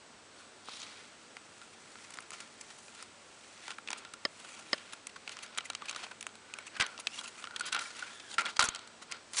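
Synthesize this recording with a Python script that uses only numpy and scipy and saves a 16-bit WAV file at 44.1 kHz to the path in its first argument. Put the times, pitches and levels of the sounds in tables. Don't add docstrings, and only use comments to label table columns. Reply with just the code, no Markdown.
import sys
import numpy as np
from scipy import signal
from scipy.fft import rfft, irfft
from scipy.io import wavfile

SR = 44100
rng = np.random.default_rng(int(sys.argv[2]) if len(sys.argv) > 2 else 0)


def undo_db(level):
    steps = np.asarray(level, float) / 20
    return 10 ** steps


def unload_audio(sound):
    columns = np.transpose(np.atleast_2d(sound))
    steps = np.round(np.clip(columns, -1, 1) * 32767)
    wavfile.write(sys.argv[1], SR, steps.astype(np.int16))


N = 414540


# pitch_hz, density_db (per Hz)
ROOM_COLOUR = [(18, -44), (30, -20), (50, -14), (93, -10), (144, -7), (224, -2), (500, -2), (860, -4),
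               (1410, -5), (2500, -8), (4340, -10), (7090, -13), (9900, -14), (10500, -30), (22000, -120)]
ROOM_NOISE_RMS_DB = -57
# pitch_hz, width_hz, level_db (rms)
DRONE_AND_WHINE = [(228, 14, -77), (7870, 110, -72.5)]
HUM_HZ, HUM_RMS_DB = 99, -79.5
ROOM_T60_S, ROOM_TAIL_DB = 0.19, -52
# start_s, peak_db
AIR_PUFFS = [(6.801, -42.5), (8.593, -44), (8.638, -46), (8.687, -46)]

# pitch_hz, level_db, t60_s
CASE_MODES = [(229, -10.5, 0.018), (446, -10.5, 0.019), (563, -5, 0.0093), (870, -0.5, 0.0081),
              (1027, -1.5, 0.021), (1253, 4, 0.01), (1385, 2, .05), (1480, 1, .045), (1610, 1, .035),
              (1707, 2, 0.0086), (1870, 0.5, 0.0098), (2020, -0.5, 0.016), (2177, -9, 0.018),
              (2300, -5.5, 0.05), (2515, 0, 0.01), (2760, -1, 0.01), (3114, -4, 0.028), (3290, -6, 0.026),
              (3500, -2.5, 0.012), (3850, 1.5, 0.012), (4354, 3.5, 0.012), (4830, 0.5, 0.017),
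              (5500, 0, 0.0066), (6080, -2, 0.005), (6680, -9, 0.02), (7170, -8.5, 0.014),
              (7640, -4.5, 0.0028), (9260, -1.5, 0.00064), (9877, 6, 0.01)]
HOLLOW_FROM_HZ, HOLLOW_TOP_HZ, BRIGHT_FROM_HZ, BRIGHT_FULL_HZ = 1300, 1650, 4200, 6500
# time_s, pitch_hz
HOLLOW_RING_PITCH = [(0, 1470), (2.2, 1350), (4, 1407), (6.5, 1435), (6.77, 1520), (6.87, 1430),
                     (7.2, 1410), (7.44, 1416), (7.6, 1430), (7.73, 1460), (7.8, 1380), (8.03, 1446),
                     (8.38, 1320), (9.4, 1330)]
HOLLOW_FALL_DB = 8.5
# time_s, pitch_hz, extra_fall_db (per octave)
PAPER_CENTRE = [(0, 3100, 2), (.65, 3480, 6), (.85, 3480, 0), (1, 2450, -2.5), (1.5, 2640, 4.5),
                (2.1, 2300, -3), (2.6, 2560, -2), (3, 2900, -0.5), (3.7, 2460, 1), (3.9, 2800, 2.5),
                (4.5, 2700, 9.5), (5.3, 2500, -0.5), (5.9, 2700, 2), (6.25, 2460, 12), (6.7, 2370, -2),
                (6.8, 2170, -3), (6.83, 2100, -4.5), (6.98, 2820, 10), (7.07, 2650, -1.5), (7.19, 3040, 4),
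                (7.3, 2640, 1.5), (7.44, 2436, 8), (7.65, 3160, 0.5), (7.73, 2900, -1), (7.86, 2300, -6.5),
                (8.03, 2455, 0), (8.2, 2440, 0), (8.32, 3700, 6), (8.39, 2110, 3.5), (8.469, 2450, 1),
                (8.57, 3800, -2), (8.6, 3130, 4.5), (9.1, 2920, -8), (9.4, 3060, -4.5)]

# time_s, pitch_hz, level_db, octave_db
SQUEAK_CURVE = [(7.07, 2510, -85, -8), (7.1, 2570, -53, -9), (7.14, 2810, -55.5, -4), (7.18, 2900, -57, -1),
                (7.22, 2860, -79, -2), (7.98, 1500, -85, -6), (8.06, 1518, -57.5, -7), (8.12, 1707, -65, 6),
                (8.2, 1752, -60.5, -2), (8.28, 1650, -57, -2.5), (8.35, 1454, -54.5, -10),
                (8.38, 1390, -90, -12)]
SQUEAK_WAVER_HZ = 110

# peak_s, rise_s, fall_s, rasp_db, hollow_db (over rasp), hiss_db (over rasp)
RUB_STROKES = [(.4, 0.085, 0.11, -55.5, 2, -4.5), (.71, 0.054, 0.18, -43, -28, -10.5),
               (.77, .1, 0.14, -52, -16, -5), (.83, 0.14, 0.11, -48, -15, -7),
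               (.97, 0.25, 0.33, -54.5, -3, -7), (1.6, 0.47, 1, -58.5, -6, -3.5),
               (2.05, 0.17, 0.043, -53.5, -9, -1), (2.1, .06, 0.073, -63, 8, -11),
               (2.17, .06, 0.052, -66, 2, -14), (2.25, 0.15, 0.014, -57, 3, -31),
               (2.35, 0.018, 0.14, -50, -3, -5), (2.72, 0.24, 0.042, -57, -19, -2),
               (2.87, 0.22, .08, -62.5, -10, 7.5), (3.01, 0.09, 0.05, -49.5, -7, -5),
               (3.5, 0.61, 0.32, -58, -8, -2.5), (3.7, 0.1, 0.04, -45, -15, -8),
               (3.93, 0.028, 0.22, -49, -1, -28), (4.5, 0.17, 0.21, -46, -16, -5.5),
               (4.6, 0.043, 0.039, -63, 11, -20), (4.741, 0.064, 0.22, -46, -10, -10.5),
               (5.33, 0.14, 0.17, -50, -7, -10.5), (5.45, 0.05, 0.021, -47.5, -3, -19),
               (5.6, 0.22, 0.26, -52, 0, -29), (5.72, 0.033, .05, -63, 4, -20),
               (5.83, .01, 0.037, -55, 4, -16), (5.9, 0.16, 0.095, -48, -4, -25),
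               (5.98, 0.026, 0.11, -41.5, -10, -11.5), (6.55, 0.025, 0.04, -57.5, 10.5, -23),
               (6.66, 0.31, 0.052, -52.5, -2, -17), (6.755, 0.04, 0.017, -46, -2, -14),
               (6.822, 0.018, 0.047, -34, 1, -34), (6.85, 0.018, .04, -45, 2, -24),
               (6.899, 0.03, 0.16, -49.5, 3, -10), (7.16, 0.056, 0.063, -43.5, -19, -3),
               (7.25, 0.059, 0.034, -50, 2, -7), (7.401, 0.12, 0.069, -47, -6, -5),
               (7.52, 0.06, .08, -59, 16, -22), (7.67, 0.081, 0.03, -39.5, -4, -30),
               (7.75, 0.027, 0.066, -36, 4, -33), (7.81, 0.013, 0.19, -46, -3, -1),
               (8.04, 0.13, 0.14, -45.5, -2.5, -9), (8.15, .08, 0.17, -61.5, -8, 5),
               (8.345, 0.068, 0.0085, -42, -10, -3.5), (8.4, 0.0065, 0.068, -39, 11, -22),
               (8.469, 0.02, 0.038, -37.5, -8, -26), (8.5, 0.026, 0.02, -40.5, 0, -6.5),
               (8.568, 0.0047, 0.0018, -33, -21, -7), (8.603, 0.0018, 0.055, -28, 4.5, -29),
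               (8.648, 0.021, 0.14, -40, 4, -38), (9.13, 0.033, 0.051, -46.5, 6.5, -31),
               (9.39, 0.028, .1, -35.5, -7, 5.5)]
STROKE_FADE_DB = 12
# rasp_db, hollow_db, hiss_db
RESTING_TOUCH_DB = (-75, -66.5, -75.5)

# start_s, peak_db
TAB_SNAPS = [(4.2504, -18), (4.7297, -15.5)]
# pitch_hz, level_db, t60_s
TAB_MODES = [(270, -13.5, 0.009), (415, -6.5, 0.015), (614, -8, 0.026), (1160, -19.5, 0.024),
             (1380, -17.5, 0.027), (1773, -8.5, 0.027), (2050, -14, 0.0089), (2830, -13.5, 0.018),
             (3180, -20, 0.029), (3870, -11.5, 0.014), (4520, -14, 0.016), (4980, -4, 0.013),
             (5130, -6, 0.0079), (6300, -26, 0.005), (6700, -26, .005), (7600, -29, 0.008),
             (10000, -26, 0.0059)]
# start_s, peak_db, pitch_hz
EDGE_PINGS = [(.7344, -34, 5400), (.7484, -32, 5590), (.8011, -29, 6760), (.817, -26, 6570),
              (2.612, -25, 7260), (2.612, -38, 2620), (2.8814, -35, 2470), (3.025, -30, 4900),
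              (3.68, -36, 2300), (3.875, -28, 2700), (3.904, -29, 2340), (4.05, -36, 3500),
              (5.278, -43, 2590), (5.388, -40, 3200), (5.587, -32, 2050), (5.607, -33, 2860),
              (5.655, -29, 2030), (5.822, -31, 1155), (5.855, -31, 2370), (5.884, -25, 2480),
              (5.8944, -23, 2390), (5.895, -20, 6470), (5.911, -33.5, 1090), (5.961, -34, 2380),
              (6.041, -29, 2090), (6.538, -26, 2500), (6.587, -25, 2210), (6.668, -32, 2840),
              (6.679, -29, 2600), (6.774, -37, 2970), (6.786, -38, 2300), (6.7977, -16.5, 1570),
              (6.801, -15, 2420), (6.809, -16, 1580), (6.8223, -15, 1480), (6.807, -13, 3220),
              (6.811, -17, 2020), (6.824, -19, 2020), (6.832, -33, 1060), (6.841, -33, 4200),
              (6.8643, -30, 3000), (7.07, -20, 2580), (7.1891, -23, 3270), (7.2589, -30.5, 2650),
              (7.2774, -38, 3160), (7.281, -36, 4150), (7.428, -39, 2120), (7.441, -33, 2600),
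              (7.562, -23, 3240), (7.608, -18, 1440), (7.727, -23, 1520), (7.749, -22, 1520),
              (7.764, -26, 3230), (7.7265, -17.5, 2790), (7.728, -27, 3760), (7.7907, -32.5, 4200),
              (7.857, -29, 2300), (8.024, -34, 2840), (8.024, -23, 1460), (8.035, -28.5, 1400),
              (8.3825, -14.5, 1380), (8.464, -17, 1405), (8.1993, -45, 2320), (8.3923, -17, 2100),
              (8.4055, -21, 2050), (8.4574, -17, 3360), (8.4642, -16.5, 2160), (8.478, -28, 2050),
              (8.572, -32, 4760), (8.597, -13, 3520), (8.612, -15.5, 3100), (8.6256, -15, 2250),
              (8.627, -12, 1425), (8.627, -18, 3500)]
PING_GAIN_DB, PING_CYCLES, PING_SLIP_MS = -8, 55, 0.68
# start_s, peak_db, pitch_hz, ring_cycles (to fall by 60 dB)
DRY_CRACKS = [(0.6843, -35, 990, 2.9), (0.687, -48, 1600, 3.5), (.6867, -34, 700, 3.5),
              (3.876, -31, 2700, 12), (3.8872, -24, 2580, 18), (3.9045, -23, 4500, 6),
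              (3.905, -31, 1200, 9.6), (3.9297, -24, 3300, 8), (3.9302, -26, 5500, 8),
              (3.9309, -30, 1410, 7.8), (5.575, -21, 2300, 5.3), (5.5838, -27, 3570, 6),
              (5.5851, -12.5, 3230, 6.5), (5.6072, -31, 2900, 16), (6.2675, -22, 2570, 8.2),
              (6.81, -24, 3300, 5), (7.0705, -12, 3500, 4.4), (8.593, -16, 1490, 5.1)]
# start_s, level_db
FINGER_TAPS = [(.6855, -32.5), (1.368, -35.5), (1.956, -41.5), (2.172, -41), (2.1872, -34), (2.318, -38),
               (3.026, -36.5), (5.821, -31), (6.587, -37), (6.989, -33), (8.026, -40), (3.785, -33),
               (3.68, -31.5)]
TAP_SLIP_MS = 0.59

TICKS_PER_S, TICK_DB, TICK_SPREAD_DB = 12, 6, 3
TICK_HOLLOW_DB, TICK_BRIGHT_DB, TICK_SLIP_MS = -5, -5, 1.5
FIRM_DB = -58
# start_s, level_db, hollow_db, bright_db, slip_ms (held to 0.2-12)
CASE_CLICKS = [(.686, -56, 2, -22, 1.5), (.734, -40, -29, -22, 3.7), (.802, -43, -20, -5, 2),
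               (.817, -37.5, -23, -9, 1.2), (.83, -41, -12, -4, 3.8), (1.368, -38.5, -7, 2, 0.91),
               (1.6158, -45.5, 5, -12, 1.0), (1.622, -51, 0, -12, 1.2), (1.956, -56, 12, 1, 1.8),
               (2.1048, -47, 4, 11, 1.8), (2.122, -49, -3, 2, 2.5), (2.139, -45.5, 5, 11, 3.1),
               (2.155, -48, 0, -5, 2), (2.172, -48, -1, 12, 1.6), (2.188, -52, -1.5, -2, 1.5),
               (2.204, -48, 0, 11, 2.3), (2.222, -49, -2, 4, 2.5), (2.305, -41, -5, 12.5, 0.91),
               (2.319, -46, -5, -13, 1), (2.334, -40.5, 3.5, 10, 5.2), (2.404, -42, 0, 12.5, 3.2),
               (2.611, -43.5, -6, 10.5, 4), (2.705, -45.5, -3, 6, 4.8), (2.786, -48.5, -9, 9.5, 3.9),
               (2.882, -47, -3, 0, 0.87), (2.948, -50, -22, 10, 2.3), (3.026, -45, -11, 18, 0.33),
               (3.6805, -36, 1.5, -1, 1), (3.693, -48, 8, -15, 1.5), (3.7052, -33.5, 0, 2, 1.4),
               (3.7145, -38.5, 1, -4, 1.7), (3.722, -47, 5, -10, 1.5), (3.784, -47, 11.5, 3, 1.1),
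               (3.875, -36.5, -13, -11, 1.4), (3.885, -36.5, -3, -28, 1.3), (3.904, -29.5, -7.5, 5, 1.2),
               (3.915, -32, -10, -26, 1.1), (3.9298, -23.5, -11.5, 1, 0.65), (3.983, -41.5, -18, 7, 6.4),
               (4.05, -40, -1, -21, 1.4), (4.137, -36, 0, 6, 1.3), (4.4, -42.5, -6, 4.5, 4.7),
               (4.447, -44, 5, -13, 2.6), (4.578, -43, -5, -17, 1), (4.594, -45.5, 4, 10, 4.4),
               (4.7425, -42, 10, -45, 1.8), (4.78, -39.5, -12, -7, 3.3), (4.924, -41, -10, 6, 2.3),
               (4.933, -36.5, -1.5, 5, 2.8), (5.069, -35.5, -17, 9.5, 1.2), (5.095, -43.5, -25, -3, 3.1),
               (5.162, -45, 6.5, 2, 3.6), (5.277, -35, -4, -3, 1.6), (5.294, -33.5, 0, -13.5, 0.39),
               (5.32, -38, -18, 4, 5.6), (5.389, -37.5, -15, -2, 1.2), (5.369, -40, -1, -15, 0.72),
               (5.433, -38, -25, 5, 6), (5.463, -48, -10, 8, 0.68), (5.549, -45, -11, -25, 2.1),
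               (5.575, -33, -8, 6, .8), (5.579, -37.5, -1, 14.5, 2.3), (5.5845, -28, -6, -5, 0.67),
               (5.601, -62, -15, -31, 1), (5.608, -43, 1, -31, 1.2), (5.655, -42, -16, 8, 6.2),
               (5.7, -28, -5, 2, 1.55), (5.733, -42, -1, -23, 0.71), (5.75, -28, -21.5, 0, 0.75),
               (5.82, -47, 4, -14, 0.82), (5.856, -39, -10, 3, 2.3), (5.885, -36, -17, 2, 4.2),
               (5.895, -32.5, -20, 4.5, 3.4), (5.911, -35, -7, 7, 0.61), (5.928, -41, 3, -17, 1.6),
               (5.948, -36.5, 0.5, -13, 0.75), (5.961, -32.5, 1, 3, 2.4), (6.039, -33.5, -5, -4, 7),
               (6.066, -42, 5.5, 0, 0.91), (6.081, -51, 3, -27, 0.43), (6.114, -43, 9, 1, 3.5),
               (6.209, -34.5, -26, 8, 1.9), (6.227, -33, -29, 4, 0.63), (6.24, -50, 4, -10, 1),
               (6.267, -31.5, -5, 8.5, 0.5), (6.291, -47, -2, -16, 0.76), (6.354, -43, -8, 5, 0.78),
               (6.538, -35.5, -16, 5.5, 1.3), (6.586, -37.5, -30, 5.5, 1), (6.67, -40.5, -14, 7, 4.9),
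               (6.767, -45, 17, 9, 3.8), (6.774, -55, -9, -17, 1.4), (6.8, -27.5, 6, 8, 2.2),
               (6.809, -20.5, -17, -12, 2.7), (6.817, -33.5, 9.5, 6, 2.3), (6.823, -26.5, -2, -15, 1.5),
               (6.833, -55, 13, -21, 1.3), (6.841, -57, 0, -12, 1.9), (6.864, -39.5, -15, 12.5, 1.1),
               (6.978, -32, -28, -23, 0.29), (6.989, -48, 7, -30, 1.2), (6.999, -35, -16, 7.5, 4),
               (7.07, -25, -22, 0, 1.4), (7.177, -38, -5, -7, 2.4), (7.191, -35, -6, 6, 6.6),
               (7.211, -42, 7, 8, 1.1), (7.243, -40.5, -8, 8, 7.1), (7.258, -44, -19, -14, 1.8),
               (7.278, -38, -3, 6.5, 6), (7.425, -43, 1, -1, 2.3), (7.441, -35, 3, -9, 1.5),
               (7.452, -44, 7, -8, 1.7), (7.472, -49.5, 21.5, 0, 1.1), (7.509, -47.5, 15.5, 5, 0.71),
               (7.562, -27.5, -21, -1, 2), (7.596, -33, -6, 8, 1.4), (7.609, -32.5, -8, 7.5, 1.3),
               (7.666, -37, -7, 11.5, 16), (7.685, -36.5, -4, 1, 4.6), (7.727, -27.5, -18, 5.5, 4.1),
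               (7.747, -28.5, 2, 4, 1.7), (7.764, -33.5, 9, -29, 2), (7.791, -29.5, -15, 4.5, 2.5),
               (7.818, -43, 10, 13, 9.1), (7.856, -55, 16, -13, 4.1), (7.905, -47, 7, -5, 2.8),
               (7.966, -43, -13, 7, 3.1), (7.993, -38, -8, 5, 4.3), (8.024, -46, 12, -15, 1.7),
               (8.034, -49, -17, -17, 1.9), (8.2, -39, -9, -15, 3.1), (8.315, -37, -22, -4, 1.6),
               (8.3832, -24, 6, -3, 2.3), (8.393, -27.5, 8, -13, 7), (8.408, -32.5, -14, 6.5, 2.9),
               (8.418, -32, -7, -1, 1.1), (8.453, -33.5, 0, -5, 1.7), (8.458, -34.5, 10, 2, 1.6),
               (8.465, -41, 9, -15, 2.1), (8.5935, -18.5, 9.5, 4, 0.71), (8.596, -21.5, -3, 6, 1.9),
               (8.605, -22.5, 2, -3, 3.1), (8.612, -22, -12, -2, 1.9), (8.625, -26, 7, 11, 2.7),
               (8.64, -28, 4, 11, 1.5), (8.645, -32, 2, 10, 1.7), (8.654, -33, 4, 13, 4.7),
               (8.671, -40, 1, -12, 2.5), (8.687, -27.5, -3.5, 11.5, 1.4), (8.748, -30.5, -25, 4, 0.97),
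               (8.759, -33, -11, 2, 1.3), (8.792, -40, 0, -8, 0.4), (8.874, -44, -4, 6.5, 1),
               (9.024, -44.5, 1, 7.5, 4.8), (9.114, -41.5, -4, 12, 3), (9.122, -31, -6, 7.5, 0.58),
               (9.334, -39, 0, 12.5, 1.8), (9.345, -38.5, 2, 4, 4.5), (9.369, -31.5, -8, 9, 2.9),
               (9.378, -30, -32, -1, 6.1)]


def rms_one(x):
    return x / np.sqrt(np.mean(x ** 2) + 1e-20)


def in_time(rows):
    s, *columns = np.transpose(rows)
    return [np.interp(np.arange(N) / SR, s, c) for c in columns]


def drift(rate_hz):
    r = np.exp(-2 * np.pi * rate_hz / SR)
    slow = signal.lfilter([1], [1, -2 * r, r * r], rng.standard_normal(N + SR))
    return rms_one(slow[SR:])


def room_noise():
    hz = np.arange(N // 2 + 1) * SR / N + 1e-3
    table_hz, table_db = np.transpose(ROOM_COLOUR)
    colour = undo_db(np.interp(np.log(hz), np.log(table_hz), table_db))
    out = undo_db(ROOM_NOISE_RMS_DB) * rms_one(irfft(rfft(rng.standard_normal(N)) * colour, N))
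    for tone_hz, width_hz, level_db in DRONE_AND_WHINE:
        narrow = 1 / (1 + ((hz - tone_hz) / width_hz * 2) ** 2)
        out += undo_db(level_db) * rms_one(irfft(rfft(rng.standard_normal(N)) * narrow, N))
    phase = 2 * np.pi * np.cumsum(HUM_HZ * (1 + 0.018 * drift(2.5))) / SR
    hum = undo_db(HUM_RMS_DB + 0.82 * drift(3)) * np.sqrt(2) * np.sin(phase)
    return out + hum


def room(x):
    t = np.arange(SR // 2) / SR
    tail = rng.standard_normal(len(t)) * undo_db(-60 * t / ROOM_T60_S) * (t > .004)
    tail = signal.lfilter([1], [1, -.5], tail)
    tail /= np.sqrt(np.sum(tail ** 2))
    return undo_db(ROOM_TAIL_DB) * signal.fftconvolve(x, tail)[:N]


def puffs():
    push = np.zeros(N)
    for s, peak_db in AIR_PUFFS:
        push[round(s * SR)] = undo_db(peak_db + 46.5)
    return signal.sosfilt(signal.butter(1, [25, 160], "band", fs=SR, output="sos"), push)


def ring(force, hz, t60):
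    r = undo_db(-60 / (t60 * SR))
    w = 2 * np.pi * hz / SR
    gain = np.sqrt(1 - r)
    tone = signal.lfilter(gain * np.array([1, 0, -1]), [1, -2 * r * np.cos(w), r * r], force + 1e-18)
    return signal.lfilter(*signal.butter(2, .75 * hz, "high", fs=SR), tone)


def register(hz, s, hollow_db, middle_db, bright_db, fall_db):
    if hz < HOLLOW_FROM_HZ:
        return 0.4 * hollow_db + 0.65 * middle_db - 2.0
    if hz < HOLLOW_TOP_HZ:
        ring_hz = np.interp(s, *np.transpose(HOLLOW_RING_PITCH))
        return hollow_db + 1.5 - HOLLOW_FALL_DB * np.abs(hz - ring_hz) / 100
    at, centre_hz, extra_db = np.transpose(PAPER_CENTRE)
    treble = np.interp(hz, [BRIGHT_FROM_HZ, BRIGHT_FULL_HZ], [0, 1])
    octaves_away = np.abs(np.log2(hz / np.interp(s, at, centre_hz)))
    fall = fall_db + np.interp(s, at, extra_db)
    return treble * bright_db + (1 - treble) * (middle_db - fall * octaves_away)


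def squeak():
    pitch_hz, level_db, octave_db = in_time(SQUEAK_CURVE)
    phase = 2 * np.pi * np.cumsum(pitch_hz) / SR
    lower = drift(SQUEAK_WAVER_HZ) * np.sin(phase)
    upper = undo_db(octave_db) * drift(2 * SQUEAK_WAVER_HZ) * np.sin(2 * phase)
    return undo_db(level_db) * np.sqrt(2) * (lower + upper)


def rubbing():
    t = np.arange(0, N, 64) / SR
    power = undo_db(2 * np.array(RESTING_TOUCH_DB))[:, None] + 0 * t
    for s, rise_s, fall_s, rasp_db, hollow_db, hiss_db in RUB_STROKES:
        away = np.where(t < s, (s - t) / rise_s, (t - s) / fall_s)
        parts_db = np.array([[0], [hollow_db], [hiss_db]])
        power = power + undo_db(2 * (rasp_db - STROKE_FADE_DB * away + parts_db))
    return [np.interp(np.arange(N) / SR, t, 10 * np.log10(p)) for p in power]


def sliding(rasp_db, hollow_db, hiss_db):
    t = np.arange(N) / SR
    clumps = undo_db(2.1 * np.array([drift(40) for _ in range(3)]))
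    grains = rng.choice([-1, 1], (3, N)) * undo_db(4.2 * np.minimum(rng.exponential(1, (3, N)), 5))
    present = rng.random((3, N)) < 5500 / SR
    grains = rms_one(grains * present * clumps)
    out = np.zeros(N)
    for k, (hz, mode_db, t60) in enumerate(CASE_MODES):
        rub_db = register(hz, t, hollow_db - 8.0, rasp_db - 10.5, hiss_db - 4.5, fall_db=7.0)
        out += ring(grains[k % 3] * undo_db(rub_db + mode_db), hz, t60) * (-1) ** k
    return out


def snaps():
    chatter = ((0, -10), (.6, 3), (1.5, 4), (2.5, -2), (4.2, -7), (5.9, -9))  # lag_ms, level_db
    force = np.zeros(N)
    for s, peak_db in TAB_SNAPS:
        for lag_ms, part_db in chatter:
            force[round((s + lag_ms / 1000) * SR)] += undo_db(peak_db + part_db + 14.5)
    return sum(undo_db(db) * ring(force, hz, t60) * (-1) ** k for k, (hz, db, t60) in enumerate(TAB_MODES))


def pings():
    out, age = np.zeros(N + SR), np.arange(SR // 20)
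    noise = rng.standard_normal((len(EDGE_PINGS), len(age)))
    for (s, peak_db, hz), chance in zip(EDGE_PINGS, noise):
        slip = chance * np.exp(-age / SR * 1000 / PING_SLIP_MS)
        tone = ring(slip, hz, PING_CYCLES / hz)
        out[round(s * SR) + age] += undo_db(peak_db + PING_GAIN_DB) * tone / np.max(np.abs(tone))
    return out[:N]


def cracks():
    out, age = np.zeros(N + SR), np.arange(SR // 50)
    for s, peak_db, hz, cycles in DRY_CRACKS:
        decay = undo_db(peak_db - 60 * age / SR * hz / cycles)
        swing = decay * np.sin(2 * np.pi * hz * age / SR)
        out[round(s * SR) + age] += signal.lfilter(*signal.butter(2, .35 * hz, "high", fs=SR), swing)
    return out[:N]


def taps():
    low_modes = [mode for mode in CASE_MODES if mode[0] < HOLLOW_FROM_HZ]
    return clicks([(s, db, 0, 0, TAP_SLIP_MS) for s, db in FINGER_TAPS], low_modes)


def ticks(rasp_db):
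    u, z = rng.random((200, 2)), rng.standard_normal((200, 4))
    s = np.cumsum(-np.log(u[:, 0] + 1e-9) / TICKS_PER_S)
    under_db = rasp_db[np.minimum(s * SR, N - 1).astype(int)]
    level_db = np.minimum(under_db + TICK_DB + TICK_SPREAD_DB * z[:, 0], -51)
    hollow_db = TICK_HOLLOW_DB + 3 * z[:, 1]
    bright_db = TICK_BRIGHT_DB + 7 * z[:, 2]
    slip_ms = TICK_SLIP_MS * np.exp(.5 * z[:, 3])
    rows = np.transpose([s, level_db, hollow_db, bright_db, slip_ms])
    return rows[(s > .02) & (s < N / SR) & (under_db > FIRM_DB)]


def clicks(rows, modes):
    s, level_db, hollow, bright, slip_ms = np.transpose(rows)
    lead, age = SR // 100, np.arange(SR // 25)
    length = np.clip(slip_ms, .2, 12)[:, None]
    age_ms = (age - lead) / SR * 1000
    chance = rng.standard_normal((len(s), 2 * len(age) + len(CASE_MODES)))
    swell_ms = 0.11 * length ** 2.19
    onset = 1 / (1 + np.exp(np.minimum(-age_ms / swell_ms, 50)))
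    envelope = np.exp(-(np.maximum(age_ms, 0) / length) ** 1.04) * onset
    at = np.round(s * SR).astype(int)[:, None] + age - lead
    out = np.zeros(N)
    for k, (hz, mode_db, t60) in enumerate(modes):
        slips = chance[:, k % 2:2 * len(age):2]
        slips = slips * np.abs(slips) * envelope
        slips /= np.sqrt(np.sum(slips ** 2, axis=1, keepdims=True))
        drive = np.abs(slips @ np.exp(2j * np.pi * hz * age / SR))
        slips /= np.maximum(drive, .4)[:, None] ** min(t60 / .035, 1)
        colour_db = register(hz, s, hollow + 1, 3 + 0 * s, bright + 1, fall_db=11.0)
        chance_db = 2.0 * chance[:, -1 - k]
        blow = undo_db(level_db + mode_db + colour_db + 8.5 + chance_db)[:, None] * length ** 0.16
        force = np.bincount(at.ravel(), (slips * blow).ravel(), N + SR)[:N]
        out += ring(force, hz, t60) * (-1) ** k
    return out


def scene():
    rub_db = rubbing()
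    case = sliding(*rub_db) + squeak()
    case += snaps() + pings() + cracks() + taps()
    case += clicks(ticks(rub_db[0]), CASE_MODES) + clicks(CASE_CLICKS, CASE_MODES)
    return (case + room(case) + puffs() + room_noise())[None, :]


def roll_off(x):
    return signal.sosfilt(signal.butter(12, 11270, fs=SR, output="sos"), x)


def record(dry):
    cut = signal.sosfilt(signal.cheby2(12, 60, 10650, fs=SR, output="sos"), dry)
    return roll_off(cut)


dry = scene()
out = record(dry)
unload_audio(out)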